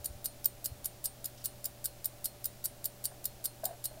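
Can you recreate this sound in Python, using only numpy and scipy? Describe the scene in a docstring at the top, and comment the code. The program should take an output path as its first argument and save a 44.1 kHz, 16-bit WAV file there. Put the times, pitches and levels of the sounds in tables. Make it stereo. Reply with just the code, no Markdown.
"""An open pocket watch ticks five times a second, close up, over mains hum and faint room noise.
Each beat is a quick run of escapement contacts (unlocking, impulse, drop, rebound) that shake the
plates and leave small steel parts ringing. In the first second the table takes a few soft, low bumps.
Near 1.4 s cloth brushes once, and from 3.1 s something hollow rattles farther off in dull knocks."""
import sys
import numpy as np
from scipy import signal
from scipy.fft import rfft, irfft
from scipy.io import wavfile
from scipy.ndimage import uniform_filter1d

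SR = 44100
rng = np.random.default_rng(int(sys.argv[2]) if len(sys.argv) > 2 else 0)


def store_wav(level_fs):
    """Save 16-bit WAV to argv[1]."""
    pcm = np.round(np.clip(np.atleast_2d(level_fs), -1, 1) * 32767)
    wavfile.write(sys.argv[1], SR, pcm.T.astype(np.int16))


N = 176400
BASS_PAN_DB = 0.5  # rumble and bumps lean slightly left


def watch():
    """Two pallets take turns, tick and tock, driving the same plates and springs with different weights."""
    # Damped resonances of plates and case: centres in Hz.
    plate_hz = [1520, 2980, 3850, 4590, 4980, 5650, 7200, 7850, 8500, 9700, 10750, 11830, 13100, 14300,
                15350]
    # Their shapes. Each row: width in Hz, tick level in dB, tock level in dB.
    plate_modes = [(206, -26, -25.5), (259, -23.5, -23.5), (426, -17.5, -16.5), (139, -10, -7),
                   (149, -8, -8.5), (490, -14, -14), (450, -9, -9.5), (342, -9.5, -7.5), (420, -10.5, -6.5),
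                   (370, -4.5, -4), (574, -8, -6), (350, -3.5, -2), (706, -5.5, -5), (400, 3.5, 0.5),
                   (458, -4, -5)]
    # Long rings of springs and wheels: pitches in Hz.
    ring_hz = [2930, 3789, 4245, 4963, 5577, 7073, 8260, 8680, 9067, 9675, 9948, 10669, 11140, 11242, 11316,
               13415, 14211, 14900]
    # Their tails. Each row: time to fall 60 dB in seconds, tick level in dB, tock level in dB.
    ring_modes = [(.14, -26, -22), (.14, -17, -23), (.24, -18, -11), (.11, -15, -11), (.15, -19, -18),
                  (.14, -13, -23), (.13, -18, -15), (.13, 0, 4), (.17, -6, -3), (.12, -14, -13),
                  (.14, -11, -13), (.13, -13, -10), (.09, -8, -7), (.08, -9, -9), (.12, -10, -7),
                  (.12, -9, -7), (.12, -5, -9), (.15, -6, -12)]
    plates, rings = np.zeros((2, N))
    for pallet in range(2):
        force, top_force, blow = escapement(pallet)
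        for k, (hz, (width, *levels_db)) in enumerate(zip(plate_hz, plate_modes)):
            drive = top_force if hz > 14000 else force
            plates += (-1) ** k * undb(levels_db[pallet]) * resonate(drive, hz, width)
        for hz, (t60, *levels_db) in zip(ring_hz, ring_modes):
            rings += undb(levels_db[pallet]) * ring(blow + undb(-6) * force, hz, t60)
    ticking = undb(7.5) * plates + undb(-41.5) * rings
    return pan(-2.5) * ticking + undb(-10.5) * room(ticking, t60=.06)


def escapement(pallet):
    """One pallet's beats: scraping force, that force as the top resonances feel it, and the drop's blow."""
    # Beats, tick and tock in turn. Each row: time of the drop in seconds, level in dB,
    # lead-in boost in dB, boost of the top resonances after the lead-in in dB.
    beats = [(0.057, -1.5, 5, -3), (0.2569, -1, 0.9, -4), (0.4563, 0.5, 2, 6), (0.657, -0.3, 2, -4),
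             (0.8562, 0.1, 0.5, -7), (1.0558, 0.1, 1.3, -3.4), (1.256, -4.3, 6.5, 0), (1.4562, -1, 1, -0.1),
             (1.6551, -1.5, 2.5, 0.4), (1.8556, -0.4, 1.5, 0), (2.056, -2.5, 5.5, 3.5),
             (2.2557, -0.5, 3.4, -4), (2.4551, -1.8, 5.5, 0), (2.6549, -0.5, 1.7, -4.0),
             (2.8549, -1.9, 6.5, 4), (3.054, 0.5, 0.3, -2), (3.2544, -0.1, 0.3, -0.5),
             (3.4549, -0.3, 0.2, -2.4), (3.654, 0.8, 0.5, -1), (3.8546, -1.7, 2.5, 1.0)]
    # Contacts in a beat: first slide, unlocking, two impulses, slide off, two drops, two rebounds.
    # Each row: scrape time in seconds, (offset from the drop in seconds, level in dB) for tick, then tock.
    contacts = [(0.0067, (-0.015, -25), (-0.014, -22)), (0.00094, (-0.012, -12.5), (-.0138, -14.5)),
                (0.0042, (-.0117, -15), (-.0118, -11.5)), (.0035, (-0.0087, -21), (-.0078, -13)),
                (0.0028, (-0.0043, -16.5), (-0.0061, -14)), (0.0019, (-.0003, -6), (.0001, -2.3)),
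                (0.0025, (.0013, -3.5), (.0017, -6.5)), (0.002, (.004, -10), (0.0046, -10.5)),
                (0.0039, (0.011, -24), (0.0066, -16.5))]
    lead_top_db = -0.5 if pallet else -8  # the tock has the brighter lead-in
    scatter_db, jitter_s = 1.5, .0003
    force, top_force, blow = np.zeros((3, N))
    for drop_s, beat_db, lead_db, top_db in beats[pallet::2]:
        add(blow, undb([beat_db]), drop_s)
        for length_s, *tick_tock in contacts:
            offset_s, contact_db = tick_tock[pallet]
            lead_in = offset_s < -.002
            loose = abs(offset_s) > .002  # contacts away from the drop vary in level and timing
            db = beat_db + contact_db + lead_in * lead_db + loose * scatter_db * rng.standard_normal()
            start_s = drop_s + offset_s + loose * jitter_s * rng.standard_normal()
            contact = undb(db) * scrape(length_s)
            add(force, contact, start_s)
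            add(top_force, contact * undb(lead_top_db if lead_in else top_db), start_s)
    return force, top_force, blow


def scrape(length_s):
    """One contact: a dying cluster of microscopic impacts with unit energy."""
    grains_per_s, spread_db = 14000, 2.5
    t = np.arange(1024) / SR
    hits = rng.random(len(t)) < grains_per_s / SR
    hits[0] = True
    grains = hits * rng.choice([-1, 1], len(t)) * undb(spread_db * rng.standard_normal(len(t)))
    force = grains * np.exp(-(t / length_s) ** 2)
    return force / np.linalg.norm(force)


def knocks():
    """Soft blows on something hollow, each with a little clatter, heard through the room."""
    # Distant knocks. Each row: start in seconds, pitch in Hz, level in dB, decay in seconds,
    # clatter against the tone in dB.
    blows = [(3.113, 730, -53.5, 0.0087, 3.5), (3.633, 649, -31, 0.0085, -14.5),
             (3.658, 738, -39, .014, -10), (3.686, 673, -44, 0.013, -8), (3.705, 672, -39.5, .011, -12),
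             (3.727, 704, -48.5, 0.016, -6), (3.908, 619, -50.5, 0.034, -8),
             (3.970, 650, -46.5, 0.018, -16)]
    # Resonances that colour the clatter. Each row: centre in Hz, width in Hz, level in dB.
    body = [(520, 150, 1), (824, 280, 0.5), (1610, 360, -9)]
    rise_s = .00485
    t, out = np.arange(SR // 4) / SR, np.zeros(N)
    for start_s, hz, db, decay_s, clatter_db in blows:
        envelope = np.minimum(t / rise_s, 1) * np.exp(-np.maximum(t - rise_s, 0) / decay_s)
        clatter = np.zeros(len(t))
        for centre, width, band_db in body:
            band = resonate(rng.standard_normal(len(t)), centre, width)
            clatter += undb(band_db) * resonate(band, centre, width)
        knock = np.sin(2 * np.pi * hz * t) + undb(clatter_db) * clatter / clatter.std()
        add(out, undb(db) * envelope * knock, start_s)
    return pan(-2.7) * out + undb(-12) * room(out, t60=.36)


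def bumps():
    """Brief low swings of the table."""
    # Soft bumps. Each row: centre time in seconds, pitch in Hz, level in dB, half-length in seconds.
    swings = [(.008, 75, -46, 0.016), (.109, 62.6, -38.5, 0.01), (.157, 78, -45, 0.013),
              (.723, 78.7, -35.5, 0.0063)]
    out = np.zeros(N)
    for centre_s, hz, db, half_s in swings:
        t = np.arange(N) / SR - centre_s
        out += undb(db) * np.exp(-(t / half_s) ** 2) * np.sin(2 * np.pi * hz * t)
    return pan(BASS_PAN_DB) * out


def rustle():
    """Cloth brushes once, unevenly, and dies away."""
    # Noise bands of the cloth. Each row: centre in Hz, width in Hz, level in dB.
    bands = [(3200, 600, -2), (5200, 1600, 0), (7000, 1200, -6)]
    start_s, rise_s, decay_s, patchy_db = 1.372, .004, .06, 3.5
    age = np.maximum(np.arange(N) / SR - start_s, 0)
    envelope = np.minimum(age / rise_s, 1) * np.exp(-age / decay_s) * undb(patchy_db * walk(170))
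    friction = sum(undb(db) * resonate(rng.standard_normal(N), hz, width) for hz, width, db in bands)
    return undb(-49) * envelope * friction


def hum():
    """Mains hum and a fan's tones, wavering slightly in pitch and level."""
    # The tones: pitches in Hz.
    pitches = [120, 363, 585, 652, 780]
    # Their mix. Each row: level in dB, left minus right in dB.
    mix = [(-59, 4), (-74.5, -2), (-64.5, -2.5), (-74, 1), (-72.5, -5.5)]
    lowest_drift_hz, waver_db = .91, .74
    out = np.zeros((2, N))
    for hz, (db, pan_db) in zip(pitches, mix):
        drift_hz = lowest_drift_hz * np.sqrt(hz / pitches[0]) * walk(7)
        phase = 2 * np.pi * np.cumsum(hz + drift_hz) / SR
        out += pan(pan_db) * np.sqrt(2) * undb(db + waver_db * walk(4.84)) * np.sin(phase)
    return out


def air():
    """Room noise: a rumble shared by both sides under a wide hiss."""
    # Room tone. Each row: frequency in Hz, relative level in dB, likeness of left and right from 0 to 1.
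    spectrum = [(20, -2, 0.88), (43, -5.5, 0.85), (92, -9, 0.98), (143, -13, 0.75), (213, -12, 0.67),
                (454, -15.5, 0.58), (675, -13.5, .8), (987, -21, 0.29), (2000, -23.5, .1), (4500, -24, 0.1),
                (9100, -25, 0), (15500, -25, 0.073)]
    hz, db, alike = np.array(spectrum).T
    f = np.maximum(np.arange(N // 2 + 1) * SR / N, 1)
    gain = undb(np.interp(np.log(f), np.log(hz), db) - 30) * (f < 15800)
    likeness = np.interp(np.log(f), np.log(hz), alike)
    mid, side = rfft(rng.standard_normal((2, N)))
    stereo = mid * np.sqrt((1 + likeness) / 2) + np.array([[1], [-1]]) * side * np.sqrt((1 - likeness) / 2)
    bass_lean = pan(BASS_PAN_DB) ** (1 / (1 + (f / 250) ** 2))
    return irfft(gain * stereo * bass_lean, N)


def room(x, t60):
    """Diffuse reflections, different on each side."""
    t = np.arange(SR // 2) / SR
    tail = rng.standard_normal((2, len(t))) * np.exp(-np.log(1000) * t / t60) * (t > .002)
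    tail /= np.sqrt(np.sum(tail ** 2, axis=1, keepdims=True))
    return signal.fftconvolve(x[None], tail, axes=1)[:, :N]


def resonate(x, hz, width):
    """A damped resonance with gain 1 at its centre."""
    return signal.lfilter(*signal.iirpeak(hz, hz / width, fs=SR), x + 1e-18)


def ring(x, hz, t60):
    """A freely decaying mode."""
    pole = np.exp((2j * np.pi * hz - np.log(1000) / t60) / SR)
    return signal.lfilter([1], [1, -pole], x + 1e-18).imag


def walk(rate_hz):
    """Smooth random wander with a spread near 1."""
    hold = int(SR / rate_hz)
    steps = np.repeat(rng.standard_normal(N // hold + 1), hold)
    return uniform_filter1d(uniform_filter1d(steps, hold), hold)[:N]


def undb(db):
    """Decibels to gain."""
    return 10 ** (np.asarray(db) / 20)


def pan(db):
    """Stereo gains for a left-minus-right level difference."""
    return undb(np.array([[db], [-db]]) / 2)


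def add(out, x, start_s):
    """Mix x into out from a given time."""
    i = max(int(start_s * SR), 0)
    out[i:i + len(x)] += x[:max(len(out) - i, 0)]


def scene():
    """The watch in front of the quiet room."""
    return watch() + hum() + air() + bumps() + knocks() + rustle()


def record(dry):
    """A steep low-pass takes off the top of the treble."""
    return signal.sosfilt(signal.ellip(10, .2, 80, 16400, fs=SR, output="sos"), dry)


dry = scene()
out = record(dry)
store_wav(out)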